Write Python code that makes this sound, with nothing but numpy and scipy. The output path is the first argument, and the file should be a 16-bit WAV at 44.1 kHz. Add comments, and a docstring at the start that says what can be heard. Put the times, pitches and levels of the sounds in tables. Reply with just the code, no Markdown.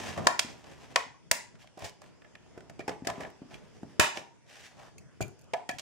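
"""Prying open a plastic case.

A thin tool works at the seam of a case held on a desk in a small quiet room. Latches snap and tick
in bursts of micro-slips that excite the shell's modes; free panels ring on. Tool and hands slide
with grainy friction, the case knocks on the desk, a loose part rattles. The room answers each crack."""
import sys
import numpy as np
from scipy import signal
from scipy.fft import rfft, irfft
from scipy.io import wavfile
from scipy.ndimage import uniform_filter1d

SR = 44100
rng = np.random.default_rng(int(sys.argv[2]) if len(sys.argv) > 2 else 0)


def pcm_store(signal):
    """Save signal as 16-bit PCM."""
    levels = np.round(np.clip(np.atleast_2d(signal), -1, 1) * 32767)
    wavfile.write(sys.argv[1], SR, levels.astype(np.int16).T)


N = 256220
BLOW_SAMPLES = 4096
BLOW_T, BLOW_HZ = np.arange(BLOW_SAMPLES) / SR, np.fft.rfftfreq(BLOW_SAMPLES, 1 / SR) + 1


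def amp(db):
    """dB to gain."""
    return 10 ** (np.asarray(db) / 20)


def unit_rms(x):
    """Whole array to rms 1."""
    return x / np.sqrt(np.mean(x ** 2) + 1e-20)


def unit_spectra(z):
    """Each spectrum to mean power 1."""
    return z / np.sqrt(np.mean(abs(z) ** 2, axis=-1, keepdims=True))


def curve_at(points, hz):
    """Table lookup on a log-frequency axis."""
    f, value = np.transpose(points)
    return np.interp(np.log(hz + 1), np.log(f + 1), value)


def min_phase(points):
    """Minimum-phase impulse response of a spectrum, energy 1."""
    db = np.maximum(curve_at(points, abs(np.fft.fftfreq(8192, 1 / SR))), -100)
    taps = np.fft.ifft(np.exp(np.conj(signal.hilbert(np.log(amp(db)))))).real[:4096]
    return taps / np.linalg.norm(taps)


def patches(noise, bins, frames):
    """Noise smoothed over frequency and time, rms 1."""
    return unit_rms(uniform_filter1d(uniform_filter1d(noise, bins, axis=0), frames, axis=1))


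def place(near, send, start_s, near_spectra, send_spectra):
    """Sums the parts of one blow into the direct sound and the room send."""
    at = round(start_s * SR)
    fade = np.minimum(np.arange(BLOW_SAMPLES)[::-1] / 1500, 1) ** 2
    for bus, parts in ((near, near_spectra), (send, send_spectra)):
        bus[:, at:at + BLOW_SAMPLES] += fade * irfft(parts.sum(0))


# Background spectrum: f/Hz, relative density/dB
TONE_SPECTRUM = [(15, -31.5), (25, -19.5), (111, 9), (244, -0.5), (648, -8.5), (784, -14), (1390, -15),
                 (1590, -16), (3390, -20.5), (4100, -29.5), (4960, -18.5), (9260, -28.5), (15100, -62),
                 (16400, -68.5)]
# Background stereo image: f/Hz, left-right correlation
TONE_CORRELATION = [(60, -0.75), (240, -0.67), (950, 1), (3770, -0.15), (15000, -0.56)]


def room_tone(level_db=-56.5, drift_db=2.6):
    """Quiet steady noise with drifting spectral patches."""
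    frames, hz = N // 256 + 5, np.fft.rfftfreq(1024, 1 / SR)
    left_re, left_im, own_re, own_im, drift = rng.standard_normal((frames, 513, 5)).T
    alike = np.clip(curve_at(TONE_CORRELATION, hz), -1, 1)[:, None]
    left = left_re + 1j * left_im
    right = alike * left + np.sqrt(1 - alike ** 2) * (own_re + 1j * own_im)
    gain = amp(curve_at(TONE_SPECTRUM, hz)[:, None] + drift_db * patches(drift, bins=12, frames=14))
    noise = signal.istft(np.array([left, right]) * gain, nperseg=1024, noverlap=768)[1]
    return amp(level_db) * unit_rms(noise[:, :N])


# Room response: f/Hz, T60/s, level/dB
ROOM_BANDS = [(100, 0.22, 2), (404, 0.28, 2), (680, 0.27, -2.5), (890, 0.47, 3), (1200, 0.23, -0.5),
              (1373, 0.34, 0.5), (2770, 0.34, -1.5), (6950, 0.34, -1), (14000, 0.18, -1)]


def room_echoes(send, build_s=0.0087):
    """Sparse reflections of random sign; each band decays at its own rate."""
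    length, bands = SR // 2, np.array(ROOM_BANDS)
    taps = np.zeros((2, length))
    at = np.arange(200, length - 20, 20) + rng.integers(0, 20, (2, (length - 201) // 20))
    np.put_along_axis(taps, at, rng.choice([-1., 1.], at.shape), 1)
    taps = taps + 0.48 * taps[::-1]  # close mics share part of every echo
    hz, t, spectra = signal.stft(taps, SR, nperseg=512)
    decay = amp(-60 * t / curve_at(bands[:, :2], hz)[:, None])
    tail = signal.istft(spectra * decay, SR, nperseg=512)[1]
    spectrum = rfft(tail * np.minimum(np.arange(tail.shape[1]) / SR / build_s, 1), SR)
    flat = spectrum / np.sqrt(uniform_filter1d(abs(spectrum) ** 2, 50))
    response = irfft(flat * amp(curve_at(bands[:, ::2], np.arange(SR // 2 + 1))))[:, :length]
    return signal.fftconvolve(send, response, axes=1)[:, :N]


# Case modes: f/Hz, bandwidth at damping 1/Hz, relative level/dB
CASE_MODES = [(616, 22, 5), (676.7, 33, 9), (747, 60, 9), (844, 68, 2.5), (870, 160, -1.5), (967, 28, 6),
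              (1010, 200, 10), (1102, 40, 1), (1296, 53, -2), (1380, 70, -13), (1410, 480, 7.5),
              (1700, 130, -1), (1830, 220, -1), (2173, 130, -2.5), (2356, 39, -6.5), (2280, 160, -13),
              (2650, 110, -16), (2880, 140, -15)]


def case_modes(damping):
    """One spectrum per mode: a small body radiates no bass, soft contact gives little top treble."""
    hz, width_hz, _ = np.transpose(CASE_MODES)[:, :, None]
    rings = rfft(np.exp(-np.pi * width_hz * damping * BLOW_T) * np.sin(2 * np.pi * hz * BLOW_T))
    return rings / (1 - 0.86j * hz / BLOW_HZ) ** 4 / (1 + 1j * BLOW_HZ / (2 * hz))


def uneven_grip(rub, depth_db):
    """Bands of a rubbing sound waver independently."""
    spectra = signal.stft(rub, nperseg=256)[2]
    drift = patches(rng.standard_normal(spectra.shape[:0:-1]).T, bins=4, frames=9)
    return signal.istft(spectra * unit_rms(amp(depth_db * drift)), nperseg=256)[1][:, :N]


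# Desk top under a slide: f/Hz, relative density/dB
DESK_SPECTRUM = [(15, -41.5), (25, -11), (150, -6.5), (267, -8.5), (322, -9.5), (430, -9.5), (500, -13.5),
                 (650, -39.5), (1100, -120)]
# Sliding skin: f/Hz, relative density/dB
HISS_SPECTRUM = [(710, -50.5), (1200, -12.5), (1350, -14), (1720, 0), (2150, -4), (2600, -3.5), (3250, -6),
                 (4200, -10.5), (5600, -9), (7000, -12.5), (14500, -32.5), (16400, -38)]
# Strokes of tool and hands: peak t/s, rise/s, fall/s, scrape drive/dB, rumble drive/dB, hiss drive/dB
STROKES = [(0.03, 0.13, 0.12, -46.5, -51, -45.5), (0.178, 0.012, 0.057, -42, -43.5, -63),
           (0.519, 0.38, 0.1, -54, -55, -56), (0.714, 0.072, 0.07, -55, -55, -57),
           (0.834, 0.032, 0.032, -52.5, -55, -53), (0.921, 0.043, 0.11, -57, -58.5, -59),
           (1.628, 0.032, 0.011, -64.5, -83.5, -57.5), (1.851, 0.055, 0.036, -50, -56.5, -50),
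           (2.025, 0.011, 0.067, -61.5, -70, -65), (2.6, 0.51, 1, -68, -65.5, -76),
           (3.75, 0.28, 0.54, -72, -66, -71.5), (2.9, 0.026, 0.042, -52, -59, -61),
           (3.086, 0.01, 0.018, -34.5, -47.5, -48), (3.214, 0.04, 0.056, -50.5, -53.5, -59),
           (3.535, 0.029, 0.034, -56.5, -57, -58), (4.175, 0.025, 0.021, -41, -58.5, -43.5),
           (4.55, 0.06, 0.069, -60, -74, -53), (4.66, 0.048, 0.025, -66, -71, -53.5),
           (4.86, 0.13, 0.031, -53, -61, -59), (5.17, 0.058, 0.029, -92.5, -73.5, -74.5)]


def slides(flatness=2.5, hollow_hz=730):
    """Stick-slip friction noise drives case scrape, desk rumble and skin hiss."""
    t, drive = np.arange(N) / SR, np.zeros((3, N))
    for peak_s, rise_s, fall_s, *db in STROKES:
        stroke = np.exp(-(abs(t - peak_s) / np.where(t < peak_s, rise_s, fall_s)) ** flatness)
        drive += stroke * amp(db)[:, None]
    mid, side = rng.standard_normal((2, 3, 1, N))
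    side *= np.array([0.45, 1.3, 0.5])[:, None, None]  # stereo width: scrape, rumble, hiss
    quick, slow = (unit_rms(uniform_filter1d(rng.standard_normal(N), span)) for span in (150, 1100))
    stick_slip = unit_rms(amp(1.9 * quick + 2.1 * slow))
    friction = np.concatenate([mid + side, mid - side], axis=1) * drive[:, None] * stick_slip
    octaves_off = abs(np.log2(np.transpose(CASE_MODES)[0] / hollow_hz))
    hollow = irfft(amp(-34 * octaves_off) @ case_modes(damping=1.8))
    bodies = hollow / np.linalg.norm(hollow), min_phase(DESK_SPECTRUM), min_phase(HISS_SPECTRUM)
    scrape, rumble, hiss = (signal.oaconvolve(force, body[None], axes=1)[:, :N]
                            for force, body in zip(friction, bodies))
    return scrape + rumble + uneven_grip(hiss, depth_db=0.5)


# Free panels, by name: f/Hz, T60/s
PANEL_MODES = {"back": (720, 0.22), "lid": (938, 0.64), "side": (1095, .19), "rib": (1715, 0.15),
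               "edge": (1940, .3), "corner": (2390, 0.13), "tab": (5300, 0.056)}
# Blows that ring a panel: t/s, panel, level/dB
PANEL_BLOWS = [(0.27, "back", -26.5), (0.27, "side", -26), (0.966, "side", -28.5), (0.96, "corner", -41),
               (1.142, "side", -57.5), (2.247, "rib", -56), (2.793, "corner", -44), (2.879, "rib", -43),
               (2.879, "tab", -34.5), (3.072, "tab", -45), (3.072, "rib", -43), (3.1, "rib", -46),
               (3.206, "rib", -47), (3.249, "rib", -45), (3.998, "lid", -35), (3.998, "side", -24),
               (3.998, "edge", -32.5), (4.173, "back", -53), (5.212, "corner", -39), (5.225, "corner", -50),
               (5.536, "back", -29), (5.536, "rib", -43), (5.692, "back", -37), (5.692, "rib", -35.5),
               (5.692, "corner", -42)]


def panel_rings(rise_s=0.003, waver_depth=0.8, waver_s=0.007):
    """Free panels ring on after a blow, wavering in level and pitch, with their own phase per mic."""
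    t, out = np.arange(SR // 2) / SR, np.zeros((2, N + SR))
    span = round(waver_s * SR)
    phases = rng.random((len(PANEL_BLOWS), 2))
    noises = rng.standard_normal((len(PANEL_BLOWS), 2, 2, len(t)))
    for (start_s, panel, db), (offset, spread), noise in zip(PANEL_BLOWS, phases, noises):
        hz, t60_s = PANEL_MODES[panel]
        drift = waver_depth * unit_rms(uniform_filter1d(uniform_filter1d(noise, span), span))
        waver = 1 + drift[0] + 1j * drift[1]
        phase = 2 * np.pi * (hz * t + offset) + spread * np.array([[0.75], [-0.75]])
        envelope = amp(db - 60 * t / t60_s) * np.minimum(t / rise_s, 1)
        at = round(start_s * SR)
        out[:, at:at + len(t)] += envelope * (waver * np.exp(1j * phase)).imag
    return out[:, :N]


# Modes of a small hard part: f/Hz, half-width/Hz, relative level/dB
LOOSE_PART_MODES = [(2464, 170, 2.5), (4520, 340, -4), (6600, 490, -1), (7080, 300, -8.5),
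                    (9500, 770, -8.5), (10500, 600, -15.5), (13100, 700, -14)]
# Its contacts as the case tips: t/s, level/dB, tilt/(dB/oct), contact decay/ms
LOOSE_PART_HITS = [(4.981, -24, 2, 5.7), (5.2095, -15.5, 3, 3.5), (5.2145, -15, 3, 5.5),
                   (5.224, -12, 0.5, 4.2), (5.28, -31.5, 10, 2.4), (5.3906, -36.5, 4, 4.3),
                   (5.412, -39.5, 6.5, 2.3), (5.419, -39, 3.5, 2.7), (5.441, -41.5, 5, 3.5),
                   (5.546, -34.5, 3, 2.1), (5.712, -19, -1, 3), (5.744, -49, -5, 2.5), (5.751, -42, 3, 2.5)]


def rattles(near, send, rise_s=0.00037, send_db=-11.5):
    """Short noisy contacts ring the loose part."""
    t, (hz, width_hz, mode_db) = BLOW_T, np.transpose(LOOSE_PART_MODES)[:, :, None]
    modes = unit_spectra(rfft(t * np.exp(-2 * np.pi * width_hz * t) * np.sin(2 * np.pi * hz * t)))
    for start_s, level_db, tilt_db, decay_ms in LOOSE_PART_HITS:
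        noise = rng.standard_normal((2, BLOW_SAMPLES))
        burst = np.exp(-1000 * t / decay_ms) * np.minimum(t / rise_s, 1)
        contact = rfft((noise + 0.12 * noise[::-1]) * burst)
        body = (amp(mode_db + tilt_db * np.log2(hz / 6000)) * modes).sum(0)
        ring = amp(level_db) * unit_spectra(body * contact)[None]
        place(near, send, start_s, ring, ring * amp(send_db))


# Case on desk: t/s, thud gain/dB, thud f/Hz, deep thump gain/dB
DESK_KNOCKS = [(0.173, -28.5, 149, -47), (0.2044, -23.5, 200, -52), (0.2667, -19, 334, -29),
               (0.447, -27.5, 250, -50), (1.065, -39, 234, -54), (1.3119, -30.5, 238, -8),
               (1.7731, -35, 348, -35), (1.8222, -28.5, 101, -47), (1.834, -38, 305, -33),
               (2.576, -29, 392, -36), (2.696, -41, 193, -34.5), (2.7943, -24.5, 360, -50),
               (2.8809, -20, 394, -47), (2.8927, -22.5, 430, -45), (3.022, -26, 240, -55),
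               (3.0706, -22.5, 360, -23), (3.1801, -28, 221, -48), (3.203, -26.5, 457, -48),
               (3.4182, -29.5, 262, -39), (3.8317, -26, 266, -40), (3.995, -11, 383, 4.5),
               (4.1735, -28, 356, -44), (5.2058, -20.5, 366, -11), (5.2134, -17, 125, -17),
               (5.5347, -26.5, 438, -37.5), (5.692, -28.5, 270, -46), (5.742, -35, 132, -59)]


def desk_knocks(near, send, thump_rise_s=0.0045, thud_send_db=-5, thump_send_db=-24):
    """The desk swings once or twice, with a short, deep thump out of phase between left and right."""
    t = BLOW_T
    pulse = t / thump_rise_s * np.exp(-t / thump_rise_s) * np.array([[0.6], [-1]])
    thump = rfft(pulse) / (1 - 55j / BLOW_HZ)  # 55 Hz high-pass
    for start_s, thud_db, hz, thump_db in DESK_KNOCKS:
        swing = np.exp(-t * hz / 0.89) * np.sin(2 * np.pi * hz * t)
        mic_gains = np.clip([[1], [hz / 150 - 0.9]], -1, 1)  # deepest thuds arrive out of phase
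        thud = rfft(swing * mic_gains) / (1 - 0.35j * hz / BLOW_HZ)
        parts = np.array([amp(thud_db) * thud, amp(thump_db) * thump])
        place(near, send, start_s, parts, parts * amp([thud_send_db, thump_send_db])[:, None, None])


# Crack of the plastic: f/Hz, relative density/dB
CRACK_SPECTRUM = [(300, -28), (1100, -6), (1760, -7), (3000, -4), (4100, -5), (4860, -2), (6230, -6),
                  (6980, -4.5), (12300, -22), (15000, -22.5), (15700, -28.5), (16400, -47)]
# Taps on the shell: t/s, wall/dB, hollow/dB, crack/dB, crack tilt/(dB/oct), wall focus f/Hz,
# contact decay/ms
SHELL_TICKS = [(0.1746, -13, -4.5, -19, -2.5, 1790, 11.5), (0.2064, -41, -28, -48, -4, 1300, 2.2),
               (0.4458, -36, -25, -30, .1, 1440, 3.2), (0.641, -52, -27.5, -28.5, -7, 3000, 2),
               (1.5521, -34, -39.5, -35.5, -6.5, 1570, 6.5), (1.642, -57.5, -27.5, -40, -4, 1800, 1.7),
               (1.673, -32, -34, -33, -8, 2380, 1.1), (1.7734, -36, -17, -31, -1, 2980, 6),
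               (1.79, -42.5, -21, -27.5, 5, 2500, 5), (1.8212, -24, -14, -26, -3, 2380, 1.5),
               (1.842, -17, -11.5, -10.5, -1, 1980, 26), (1.895, -37, -44, -25, 2, 2100, 0.62),
               (2.0173, -32, -22, -28, -0.5, 1700, 1.8), (2.04, -31.5, -42.5, -43, 6.5, 1750, 1.26),
               (2.2185, -30, -60, -53.5, -3.5, 1654, 2.5), (2.245, -30, -31, -36.5, -24, 1720, 5.7),
               (2.3522, -23.5, -31.5, -27.5, -12, 1940, 2.2), (2.576, -25, -22, -33, -0.5, 1455, 6.9),
               (2.605, -28, -27, -33, -4.5, 1495, 2.3), (2.696, -24.5, -21.5, -27, -1, 1620, 3.8),
               (2.7917, -27, -13, -24.5, -3, 2400, 4.9), (2.8029, -19.5, -29, -26, -6, 1780, 8),
               (2.8915, -12.5, -10, -14.5, -4, 1300, 4.7), (2.917, -24.5, -32, -39, -10, 1780, 6),
               (3.047, -23, -18.5, -23.5, -4, 1820, 11), (3.0991, -9.5, -5.5, -14.5, -3.5, 1610, 2.4),
               (3.155, -25.5, -21, -35, -12, 1740, 5.7), (3.178, -28.5, -33, -40, -1, 1480, 2),
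               (3.2042, -16.5, -12.5, -22, -1, 1700, 8.5), (3.218, -20.5, -17, -25, -6, 1730, 10),
               (3.233, -20, -20, -27, -7, 1720, 3.5), (3.2474, -19.5, -14, -24, -22, 1730, 4.1),
               (3.301, -34, -55, -40, 11, 1790, 1.4), (3.42, -43, -29, -47.5, -4, 2450, 13),
               (3.5414, -22, -36, -27.5, -7.5, 2540, 2.6), (3.8304, -35, -21, -42, 4, 1220, 2.9),
               (4.1723, -15.5, -24, -11.5, -6.5, 2960, 1.4), (5.2062, -30.5, -4.5, -29, -1.5, 2400, 1.6),
               (5.2122, -17, -15, -25, 8, 2420, 19), (5.223, -23, -36, -29, 10, 2390, 4.1),
               (5.784, -25, -42, -14.5, -1, 2880, 4.5), (5.793, -35, -23, -12.5, -2, 1990, 4.8)]
# Latches: t/s, wall/dB, hollow/dB, crack/dB, crack tilt/(dB/oct), wall focus f/Hz, hollow focus f/Hz,
# contact decay/ms, left over right/dB, base send/dB, off-focus fall/(dB/oct), left-right likeness
LATCH_SNAPS = [(0.2692, 7.5, 12.5, 10, -3, 1480, 860, 2.55, 1.5, -9.5, 21, 0.19),
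               (0.392, -5, -7, 8.5, -2.5, 2210, 703, 3.4, -2, -10.5, 25, 0.45),
               (0.9587, 6.5, 7.5, 9, -6, 1593, 700, 2.2, 0, -10.5, 2.5, 0.41),
               (1.3129, 5.5, 1.5, 9.5, 4, 1864, 826, 2.35, 0, -9.5, 13, 0.43),
               (2.8783, -9.5, -3.5, -15, -0.5, 1520, 690, 5.6, -1.5, -12, 37.5, 0.5),
               (3.0706, -8, -6, -5, 0.5, 1700, 600, 3.1, 2, -12, 26, 0),
               (3.9964, 10.5, 7.5, 8.5, 1, 1574, 982, 2.9, -1, 0, 1.5, 0.38),
               (5.5344, -5.5, 2, -9.5, -8, 1900, 642, 4.6, -0.5, -12.5, 24, 0.56),
               (5.69, -5.5, -7, -9, -1, 1920, 715, 5.5, 1.5, -12, 14.5, 0.35)]


def snaps_and_ticks(near, send, rise_s=0.0022, hollow_below_hz=1200):
    """Each blow is a burst of uneven micro-slips: a bright crack plus wall and hollow-box modes."""
    # ticks share hollow focus, pan, send, fall and likeness
    ticks = [(*row[:6], 632, row[6], -2, -14, 30, 0.57) for row in SHELL_TICKS]
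    blows = [*LATCH_SNAPS, *ticks]
    noises = rng.standard_normal((len(blows), 2, BLOW_SAMPLES))  # in-phase and anti-phase at the mics
    grits = rng.exponential(1, (len(blows), BLOW_SAMPLES))
    gripped = case_modes(damping=0.91)  # held in the hand
    blurred = case_modes(damping=1.9)  # far off, all faces add up and no mode stands out
    mode_hz, _, mode_db = np.transpose(CASE_MODES)
    is_hollow = mode_hz < hollow_below_hz
    crack_colour = rfft(min_phase(CRACK_SPECTRUM))
    octaves = np.log2(np.clip(BLOW_HZ, 3000, 16000) / 6000)
    for blow, noise, grit in zip(blows, noises, grits):
        start_s, *part_db, tilt_db, wall_hz, hollow_hz, decay_ms, pan_db, send_db, fall_db, alike = blow
        burst = (1.4 + grit) * np.exp(-1000 * BLOW_T / decay_ms) * np.minimum(BLOW_T / rise_s, 1)
        slips = rfft(noise * burst)
        flat_slips = slips / np.sqrt(uniform_filter1d(abs(slips) ** 2, 50))
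        crack = crack_colour * amp(tilt_db * octaves) * flat_slips
        octaves_off = abs(np.log2(mode_hz / np.where(is_hollow, hollow_hz, wall_hz)))
        mode_gain = amp(mode_db - fall_db * octaves_off)[:, None, None]
        to_mics = np.sqrt([1 + alike, 1 - alike]) * np.array([[1, 0.9], [1, -1.33]])
        level = amp(part_db)[:, None, None] * amp([[pan_db / 2], [-pan_db / 2]])
        radiated = []
        for modes in (gripped, blurred):
            rings = mode_gain * unit_spectra(modes[:, None] * slips)
            parts = np.array([rings[~is_hollow].sum(0), rings[is_hollow].sum(0), crack])
            radiated.append(level * unit_spectra(to_mics @ unit_spectra(parts)))
        close, distant = radiated
        send_gain = amp(send_db + np.array([2.5, 4.0, 0.1]))  # wall, hollow, crack
        place(near, send, start_s, close, distant * send_gain[:, None, None])


def scene(crossfade_s=1.0):
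    """All sources; three echo patterns crossfade steadily so the tail does not ring on fixed pitches."""
    near, send = np.zeros((2, 2, N + BLOW_SAMPLES))
    snaps_and_ticks(near, send)
    desk_knocks(near, send)
    rattles(near, send)
    rub, ring = slides(), panel_rings()
    send = send[:, :N] + amp(-4.5) * rub + amp(-40.5) * ring
    turn = np.pi * np.arange(N) / SR / crossfade_s
    echoes = sum(room_echoes(send * np.sqrt(2 / 3) * np.sin(turn + k * np.pi / 3)) for k in range(3))
    return near[:, :N] + rub + ring + echoes + room_tone()


def record(dry, highpass_hz=58, lowpass_hz=16450, threshold_db=-32, recovery_db_per_s=1.2):
    """Bass roll-off, gain control that ducks after loud snaps, soft overload, band limit."""
    dry = signal.sosfilt(signal.butter(2, highpass_hz, "high", fs=SR, output="sos"), dry)
    power_db = 10 * np.log10(abs(uniform_filter1d((dry ** 2).mean(0), 400)) + 1e-12)
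    cut_db = 0.16 * np.maximum(power_db - threshold_db, 0)
    recovery_db = np.arange(N) * recovery_db_per_s / SR
    held_db = np.maximum.accumulate(cut_db + recovery_db) - recovery_db
    duck_db = signal.lfilter([0.003], [1, -0.997], held_db)  # 7.5 ms smoothing
    limited = np.tanh(dry / amp(duck_db))
    lowpass = signal.firwin(511, lowpass_hz, window=("kaiser", 9), fs=SR)
    return signal.oaconvolve(limited, lowpass[None], "same")


dry = scene()
out = record(dry)
pcm_store(out)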